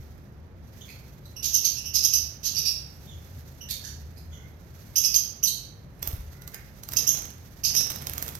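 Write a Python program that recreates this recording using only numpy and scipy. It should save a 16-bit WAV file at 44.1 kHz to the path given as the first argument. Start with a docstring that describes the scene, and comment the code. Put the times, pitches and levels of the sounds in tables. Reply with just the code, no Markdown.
"""Lovebirds chirp in a wire cage in a small hard room, close to a handheld camera.
Each bird's voice box (the syrinx) makes a high warbling tone: shrill rough chirps in twos and threes,
with soft peeps between them. Claws and beaks tick on the wire, wings flutter, and the room echoes.
A low hum, a rumble and a faint hiss run underneath, with two far whines and a clank of loose wire.
The camera is bumped once, giving a quick cluster of low thuds."""
import sys
import numpy as np
from scipy import signal
from scipy.fft import rfft, irfft, next_fast_len
from scipy.io import wavfile

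SR = 44100
rng = np.random.default_rng(int(sys.argv[2]) if len(sys.argv) > 2 else 0)


def generate_wav(sig):
    """Save sig (samples, or channels by samples) to the path in sys.argv[1] as 16-bit PCM at SR."""
    pcm = np.round(np.clip(np.atleast_2d(sig).T, -1, 1) * 32767).astype(np.int16)
    wavfile.write(sys.argv[1], SR, pcm)


N = 369999
TIME = np.arange(N) / SR
TOP_HZ = 16000  # upper limit of the sound

# how strong the room noise is from low to high: frequency_hz, level_db_per_hz
ROOM_NOISE = [(20, -84.5), (35, -83), (52, -66), (80, -70), (130, -68), (200, -76), (310, -84),
              (550, -86.5), (1000, -94), (1800, -96), (3000, -105), (6000, -102), (10000, -105),
              (16000, -107)]
# how alike that noise is at the two microphones: frequency_hz, likeness_0_to_1
NOISE_LIKENESS = [(30, 0.4), (70, 0.85), (150, 0.95), (350, 0.74), (700, 0.38), (1500, 0), (8000, 0.1)]
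# the hiss swells and fades: time_s, gain_db
HISS_SWELL = [(0, 0), (.5, -21), (.8, 4), (1.15, -3), (3.3, 2), (4.6, -5), (4.85, 5.5), (5.9, -11.5),
              (6.2, 0.5), (8.39, 2.5)]
# the tones of the hum: pitch_hz, gain_db
HUM_TONES = [(79, -1.5), (140, -15)]
# the hum slowly grows and shrinks: time_s, level_db
HUM_LEVEL = [(0, -44.5), (1.3, -53.5), (1.95, -42.5), (2.4, -47.5), (3.9, -43), (5.8, -55), (6.2, -46),
             (7, -55.5), (8.39, -43)]
# how long the room's echo takes to fall by 60 dB: frequency_hz, fade_s
ROOM_FADE = [(500, 0.28), (2500, 0.6), (5500, 0.47), (13000, 0.32)]
# faint far whines: start_s, length_s, pitch_hz, level_db
FAR_WHINES = [(4.28, 0.22, 1420, -61.5), (6.2, 0.45, 1355, -63.5)]
# a loose cage wire clanks: start_s, level_db, fade_s
WIRE_CLANKS = [(6.529, -46, 0.18)]
# thuds of the camera body: start_s, level_db, pitch_hz, fade_s
CAMERA_THUDS = [(6.082, -14.5, 72, 0.063), (6.133, -9.5, 80, 0.055), (6.18, -26, 47.3, 0.18),
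                (6.273, -23, 76.7, 0.087)]
# bouts of fluttering and shuffling feathers: start_s, length_s, level_db
FLUTTER_BOUTS = [(2.878, 0.53, -81), (6.047, 0.086, -57), (6.925, 0.32, -56.5), (7.698, 0.61, -55.5)]
# tone colour of the feathers: frequency_hz, gain_db
FEATHER_COLOUR = [(60, 0), (300, 9), (1000, 6), (2500, 3), (6000, 0.5), (10000, 12), (16000, 2)]
# the loudest ticks on the wire and wing flicks: start_s, level_db
WIRE_TICKS = [(6.028, -31.5), (6.0748, -30), (6.13, -44), (6.42, -46.5), (6.477, -42), (6.5446, -36.5),
              (6.8351, -40.5), (6.8888, -39), (6.921, -38), (6.935, -31.5), (7.173, -36), (7.254, -44),
              (7.9024, -31.5), (7.9595, -37), (8.022, -41.5), (8.07, -31.5), (8.1183, -54), (8.135, -35.5),
              (8.1799, -32.5), (8.2255, -29.5), (8.2804, -34), (8.3529, -37.5)]
# tone colour of ticks and claw clicks: frequency_hz, gain_db
TICK_COLOUR = [(60, 8), (300, -3.5), (1000, 11.5), (2500, -2.5), (6000, 5), (10000, 5), (16000, 7.5)]
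# harmonics of the voice box, where 1 is the base tone: pitch_multiple, level_db
VOICE_HARMONICS = [(1, -5), (2, 2), (3, -4), (4, -1.5), (5, -10), (6, -9), (7, -14.5), (8, -22)]
# tone colour that throat and beak give every call: frequency_hz, gain_db
BEAK_COLOUR = [(1300, -10.5), (1700, -4.5), (2200, -10), (2600, -4.5), (3100, -4.5), (3700, 1.5),
               (4900, -4), (5700, -1.5), (6600, -1.5), (7700, -5), (9500, -1), (13000, 3.5), (15500, -5)]
# soft peeps: start_s, length_s, effort_db, pitch_hz, glide_share_of_pitch, roughness_0_to_1, base_db
SOFT_PEEPS = [(0.807, 0.022, -55.5, 3230, 0.12, 0.15, 9), (.881, 0.026, -54.5, 2406, .03, 0.16, 14.5),
              (1.244, 0.02, -61, 2310, 0.1, 0.24, -13), (1.36, .016, -43.5, 2780, 0, 0.11, 1.5),
              (1.767, .024, -37.5, 2790, 0.00099, 0.1, -2.5), (1.848, .026, -37.5, 2907, .01, 0.12, -1),
              (3.068, 0.075, -64, 3330, -0.11, 0.15, 11), (3.608, 0.015, -45.5, 2918, 0, 0.08, 7),
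              (3.686, .03, -39, 2219, 0.106, 0.35, -1.5), (3.837, 0.047, -58, 1696, 0.013, 0.2, 15),
              (4.163, 0.031, -58, 2350, -0.054, 0.17, 2), (4.311, 0.082, -64, 3185, -0.076, 0.15, 8.5),
              (5.462, 0.041, -35, 2198, 0.016, 0.16, -26), (5.468, 0.049, -48, 3110, 0.021, 0.04, 8)]
# shrill chirps, whose direct sound changes as the head turns:
# start_s, length_s, effort_db, pitch_hz, roughness_0_to_1, direct_db
SHRILL_CHIRPS = [(1.424, 0.041, -31, 3025, 0.55, 2.5), (1.523, 0.031, -26, 2930, 0.23, 0),
                 (1.638, 0.038, -27, 2945, 0.27, 2.5), (1.935, 0.025, -23.5, 2936, 0.27, 0.5),
                 (2.026, 0.034, -25.5, 2860, 0.22, 5), (2.128, 0.029, -24.5, 2858, .22, 4),
                 (2.428, 0.042, -31, 2937, 0.54, -2.5), (2.546, .047, -29, 2687, 0.2, 1),
                 (2.648, 0.04, -26, 2653, 0.19, -3), (4.956, 0.037, -25, 2995, 0.2, 4.5),
                 (5.038, 0.027, -23.5, 2854, 0.2, 5), (5.135, .036, -27, 2880, 0.24, 7.5),
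                 (5.427, .038, -31.5, 2984, .2, 7.5), (6.961, 0.03, -28.5, 3015, 0.25, 6.5),
                 (7.067, 0.032, -26, 3044, 0.18, 4.5), (7.635, .03, -24, 2963, 0.24, 1),
                 (7.741, 0.032, -23.5, 2978, 0.21, -1)]
# tone colour of the left microphone opening: frequency_hz, gain_db
LEFT_COLOUR = [(200, -1), (1300, -3.5), (2300, -1.5), (4000, -1), (6000, -6.5), (8000, -6), (11000, -5),
               (13000, -5.5), (15500, 1.5)]
# the right opening faces the birds and rings: frequency_hz, gain_db
RIGHT_COLOUR = [(200, -1), (1200, 2.5), (3900, 7), (5400, 6.5), (6400, 8.5), (7400, -1), (8200, -2.5),
                (10600, -2.5), (12100, 14), (13200, 8.5), (14300, 10.5), (15500, -16.5)]


def amp(db):
    """Turns decibels into a number to multiply by."""
    return 10 ** (np.asarray(db) / 20)


def unit(x):
    """Scales a signal to an average (rms) size of 1."""
    return x / np.sqrt(np.mean(x ** 2) + 1e-20)


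def look_up(table, hz):
    """Reads between the rows of a table on a logarithmic frequency scale."""
    row_hz, values = np.transpose(table)
    return np.interp(np.log(hz + 1), np.log(row_hz + 1), values)


def curve(table):
    """Joins the rows of a time table with straight lines."""
    return np.interp(TIME, *np.transpose(table))


def add(mix, start_s, sound):
    """Mixes a sound in at its start time."""
    part = mix[..., round(start_s * SR):][..., :sound.shape[-1]]
    part += sound[..., :part.shape[-1]]


def wander(size, hz):
    """A smooth random wobble of average size 1, mostly slower than hz."""
    length = next_fast_len(size, True)
    frequencies = np.fft.rfftfreq(length, 1 / SR)
    spectrum = rfft(rng.standard_normal(length)) / (1 + (frequencies / hz) ** 4)
    return unit(irfft(spectrum, length)[:size])


def colour(x, table, size=2048):
    """Turns each frequency up or down as the table says, with no ringing ahead of the sound."""
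    hz = abs(np.fft.fftfreq(size, 1 / SR))
    log_gain = np.log(amp(look_up(table, hz)))
    taps = np.fft.ifft(np.exp(signal.hilbert(log_gain).conj())).real
    return signal.oaconvolve(x, taps[:size // 2])[:len(x)]


def direct_path(x, lag_s=0.000388):
    """Sound that travels straight reaches the left microphone a little after the right."""
    return np.array([np.interp(TIME - lag_s, TIME, x), x])


def room_echo(x, echoes_per_s=5000, gap_s=0.0035, early_db=4, early_s=0.0036):
    """Dense echoes, strongest from near walls and the cage tray; each use draws a new pattern."""
    size = SR * 3 // 4
    echoes = rng.standard_normal((2, size)) * (rng.random((2, size)) < echoes_per_s / SR)
    hz, t, bands = signal.stft(echoes, SR, nperseg=256)
    fade = amp(-60 * t / look_up(ROOM_FADE, hz)[:, None])
    tail = signal.istft(bands * fade, SR, nperseg=256)[1]
    t = np.arange(tail.shape[1]) / SR
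    tail *= np.clip(t / gap_s - .5, 0, 1) * amp(early_db * np.exp(-t / early_s))
    tail /= np.linalg.norm(tail, axis=1, keepdims=True)
    return signal.fftconvolve(x[None], tail, axes=1)[:, :N]


def rumble_and_hiss(split_hz=2500, rumble_db=1, draught=260, flicker_db=2.4):
    """Room noise: a low rumble that swells with the draught of beating wings, and a flickering hiss."""
    size = next_fast_len(N, True)
    hz = np.fft.rfftfreq(size, 1 / SR)
    left, other = rfft(rng.standard_normal((2, size)))
    likeness = np.clip(look_up(NOISE_LIKENESS, hz), 0, 1)
    right = likeness * left + np.sqrt(1 - likeness ** 2) * other
    spectrum = np.array([left, right]) * amp(look_up(ROOM_NOISE, hz)) * np.sqrt(SR / 2)
    treble = hz ** 2 / (hz ** 2 + split_hz ** 2)
    rumble = irfft(spectrum * (1 - treble), size)[:, :N] * amp(rumble_db)
    hiss = irfft(spectrum * treble, size)[:, :N] * amp(curve(HISS_SWELL) + flicker_db * wander(N, 32))
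    return rumble * (1 + draught * flutter_strength()) + hiss


def hum(waver_db=3, waver_hz=6.4, motor_hz=366, motor_db=-67, motor_db_per_s=-0.64):
    """A low wavering hum, and a thin motor tone that slowly fades."""
    level_db = curve(HUM_LEVEL) + waver_db * wander(N, waver_hz)
    tones = sum(amp(level_db + db) * np.sin(2 * np.pi * hz * TIME + 1.79 * wander(N, 5.7))
                for hz, db in HUM_TONES)
    motor = np.sin(2 * np.pi * motor_hz * TIME + 0.32 * wander(N, 1.5))
    motor *= amp(motor_db + motor_db_per_s * TIME)
    return np.sqrt(2) * direct_path(tones + motor)


def far_whines(rise_hz_per_s=410, upper_ratio=1.4, wobble=0.027):
    """Each faint whine is two unsteady notes rising together."""
    out = np.zeros(N)
    for start_s, length_s, hz, db in FAR_WHINES:
        t = np.arange(int(length_s * SR)) / SR
        pitch_hz = (hz + rise_hz_per_s * t) * (1 + wobble * wander(len(t), 92))
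        phase = 2 * np.pi * np.cumsum(pitch_hz) / SR
        notes = np.sin(phase) + np.sin(upper_ratio * phase)
        add(out, start_s, amp(db) * signal.windows.tukey(len(t), .5) * notes)
    return out


def wire_clank(band_hz=(1450, 2150)):
    """A loose cage wire rings as a narrow band of noise that dies away."""
    out, t = np.zeros(N), np.arange(SR // 4) / SR
    for start_s, db, fade_s in WIRE_CLANKS:
        ring = signal.lfilter(*signal.butter(2, band_hz, "band", fs=SR), rng.standard_normal(len(t)))
        add(out, start_s, amp(db - 60 * t / fade_s) * unit(ring))
    return out


def camera_bump(rise_s=0.0083):
    """A bump shakes the camera, and each low swing quickly dies away."""
    out, t = np.zeros(N), np.arange(SR // 2) / SR
    rise = 1 - np.exp(-t / rise_s)
    for start_s, db, hz, fade_s in CAMERA_THUDS:
        add(out, start_s, rise * amp(db - 60 * t / fade_s) * np.sin(2 * np.pi * hz * t))
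    return out


def flutter_strength(resting_db=-86.5, build_db_per_s=309, settle_db_per_s=160):
    """How hard the feathers move: bouts build, hold and settle over the slight stir of perched birds."""
    strength = amp(resting_db)
    for start_s, length_s, db in FLUTTER_BOUTS:
        before_s = np.maximum(start_s - TIME, 0)
        after_s = np.maximum(TIME - start_s - length_s, 0)
        strength = strength + amp(db - build_db_per_s * before_s - settle_db_per_s * after_s)
    return strength


def feather_rustle(beat_hz=19.5, beat_db=4, soft_hz=1300, soft_db=-4, crisp_db=-17, clump_db=12):
    """Feathers brush in quick beats: soft noise with crisp clumps on top."""
    beats = amp(beat_db * np.sin(2 * np.pi * beat_hz * TIME + wander(N, 14)))
    soft = unit(signal.lfilter(*signal.butter(1, soft_hz, fs=SR), rng.standard_normal(N)))
    crisp = amp(crisp_db + clump_db * wander(N, 160)) * rng.standard_normal(N)
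    return colour(flutter_strength() * beats * (amp(soft_db) * soft + crisp), FEATHER_COLOUR)


def claw_clicks(clicks_per_s=45, size_db=10, spread_db=4, decay_s=0.00073):
    """Shifting feet make small uneven clicks, louder while the birds flutter."""
    sizes = amp(size_db + spread_db * np.minimum(rng.exponential(1, N), 4))
    hits = sizes * (rng.random(N) < clicks_per_s / SR) * flutter_strength()
    t = np.arange(SR // 200) / SR
    click = rng.standard_normal(len(t)) * np.exp(-t / decay_s)
    return colour(signal.oaconvolve(hits, click / np.linalg.norm(click))[:N], TICK_COLOUR)


def wire_ticks(lead_s=.008, catch_db=-14, catch_s=0.0052, snap_s=0.0013, scrape_db=-17, scrape_s=0.0099,
               ring_db=-17, ring_s=0.01, ring_hz=(3000, 13000)):
    """A claw or feather catches, snaps free and scrapes; each wire pings at three pitches of its own."""
    out = np.zeros(N)
    t = np.arange(SR // 16) / SR - lead_s  # zero at the snap
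    catch = amp(catch_db) * np.exp(-abs(t) / catch_s)
    release = np.exp(-abs(t) / snap_s) + amp(scrape_db) * np.exp(-abs(t) / scrape_s)
    shape = np.where(t < 0, catch, release)
    for start_s, db in WIRE_TICKS:
        ping = sum(np.sin(2 * np.pi * hz * t) for hz in rng.uniform(*ring_hz, 3))
        ping *= amp(ring_db) * (t > 0) * np.exp(-abs(t) / ring_s)
        add(out, start_s - lead_s, amp(db) * (rng.standard_normal(len(t)) * shape + ping))
    return colour(out, TICK_COLOUR)


def cage_echoes(x, echo_db=-10, delay_range_s=(.0008, 0.0088), count=4):
    """Perch, tray and cage wall add echoes to a sound within a few milliseconds."""
    out = np.pad(x, (0, SR // 100))
    for delay_s in rng.uniform(*delay_range_s, count):
        add(out, delay_s, amp(echo_db) * rng.choice([-1, 1]) * x)
    return out / np.sqrt(1 + count * amp(echo_db) ** 2)


def voice_box(length_s, effort_db, pitch_hz, glide, roughness, base_db, upper_db,
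              warble_hz=110, scoop_s=0.00702, break_s=0.0037, swell_s=0.0089, flicker_db=5.5):
    """One call: the pitch scoops up, then warbles in quick arches; pressed hard, it jitters and rasps."""
    t = np.arange(int(length_s * SR)) / SR
    pressure = min(roughness, .24)
    cycle = np.cumsum(warble_hz * (1 + 0.294 * wander(len(t), 68.5))) / SR % 1
    arches = np.sin(np.pi * cycle ** 1.3)  # each climbs slowly and drops fast
    warble = 1.25 * pressure * (arches - arches.mean())
    rasp = roughness * (1 - np.exp(-np.square(t / break_s)))
    jitter = 0.12 * rasp * wander(len(t), 555)
    scoop = .3 * pressure * np.exp(-t / scoop_s)
    bend = glide * (t / length_s - .5) + warble + jitter - scoop
    phase = 2 * np.pi * np.cumsum(pitch_hz * (1 + bend)) / SR
    # the harder a call is pressed, the weaker its overtones start before they swell in
    swell = unit(amp(-60 * pressure * np.clip(1 - t / swell_s, 0, 1)))
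    voice = np.zeros(len(t))
    for multiple, db in VOICE_HARMONICS:
        if multiple * pitch_hz < TOP_HZ:
            gain = amp(db + base_db) if multiple == 1 else swell * amp(db + upper_db * (multiple > 2))
            voice += gain * np.sin(multiple * phase)
    voice *= 1 + rasp * wander(len(t), 2000)
    loudness = amp(flicker_db * wander(len(t), 160)) * signal.windows.tukey(len(t), .07)
    loudness *= np.clip((length_s - t) / (0.19 * length_s), 0, 1) ** .5  # the end fades out
    return amp(effort_db) * voice * unit(loudness)


def chirps_and_peeps(usual_db=-26.5, usual_hz=2870, peep_direct_db=2.5):
    """Gives each call as (start_s, direct_db, sound), with its harmonics balanced to suit it."""
    for start_s, length_s, effort_db, hz, roughness, direct_db in SHRILL_CHIRPS:
        base_db = -11 - 0.55 * (effort_db - usual_db)  # more effort thins the base tone
        upper_db = -8 + 12.5 * np.log2(hz / usual_hz)  # a higher chirp is brighter
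        yield start_s, direct_db, voice_box(length_s, effort_db, hz, 0, roughness, base_db, upper_db)
    for start_s, length_s, effort_db, hz, glide, roughness, base_db in SOFT_PEEPS:
        upper_db = -9.5 + 33.5 * np.log2(usual_hz / hz)  # a lower peep is brighter
        peep = voice_box(length_s, effort_db, hz, glide, roughness, base_db, upper_db)
        yield start_s, peep_direct_db, peep


def lovebirds(straight_db=-2, room_db=3):
    """Every call leaves the beak and arrives straight, off the cage and by way of the room."""
    direct, echoes = np.zeros(N), np.zeros((2, N))
    for start_s, direct_db, voice in chirps_and_peeps():
        call = colour(np.pad(voice, (0, SR // 200)), BEAK_COLOUR)
        add(direct, start_s, cage_echoes(call) * amp(direct_db))
        add(echoes, start_s, room_echo(call))
    return amp(straight_db) * direct_path(direct) + amp(room_db) * echoes


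def scene():
    """Birds and cage sounds in the room, with the bump and the background."""
    cage = wire_ticks() + feather_rustle() + claw_clicks()
    birds = lovebirds() + amp(3.5) * direct_path(cage)
    echoes = room_echo(amp(-3.5) * cage + far_whines() + wire_clank())
    return birds + echoes + camera_bump() + rumble_and_hiss() + hum()


def record(dry):
    """Each microphone opening colours its side, then the highest treble is cut off."""
    stereo = np.array([colour(dry[0], LEFT_COLOUR), colour(dry[1], RIGHT_COLOUR)])
    treble_cut = signal.firwin(255, TOP_HZ, window=("kaiser", 9), fs=SR)
    return signal.oaconvolve(stereo, treble_cut[None], "same")


dry = scene()
out = record(dry)
generate_wav(out)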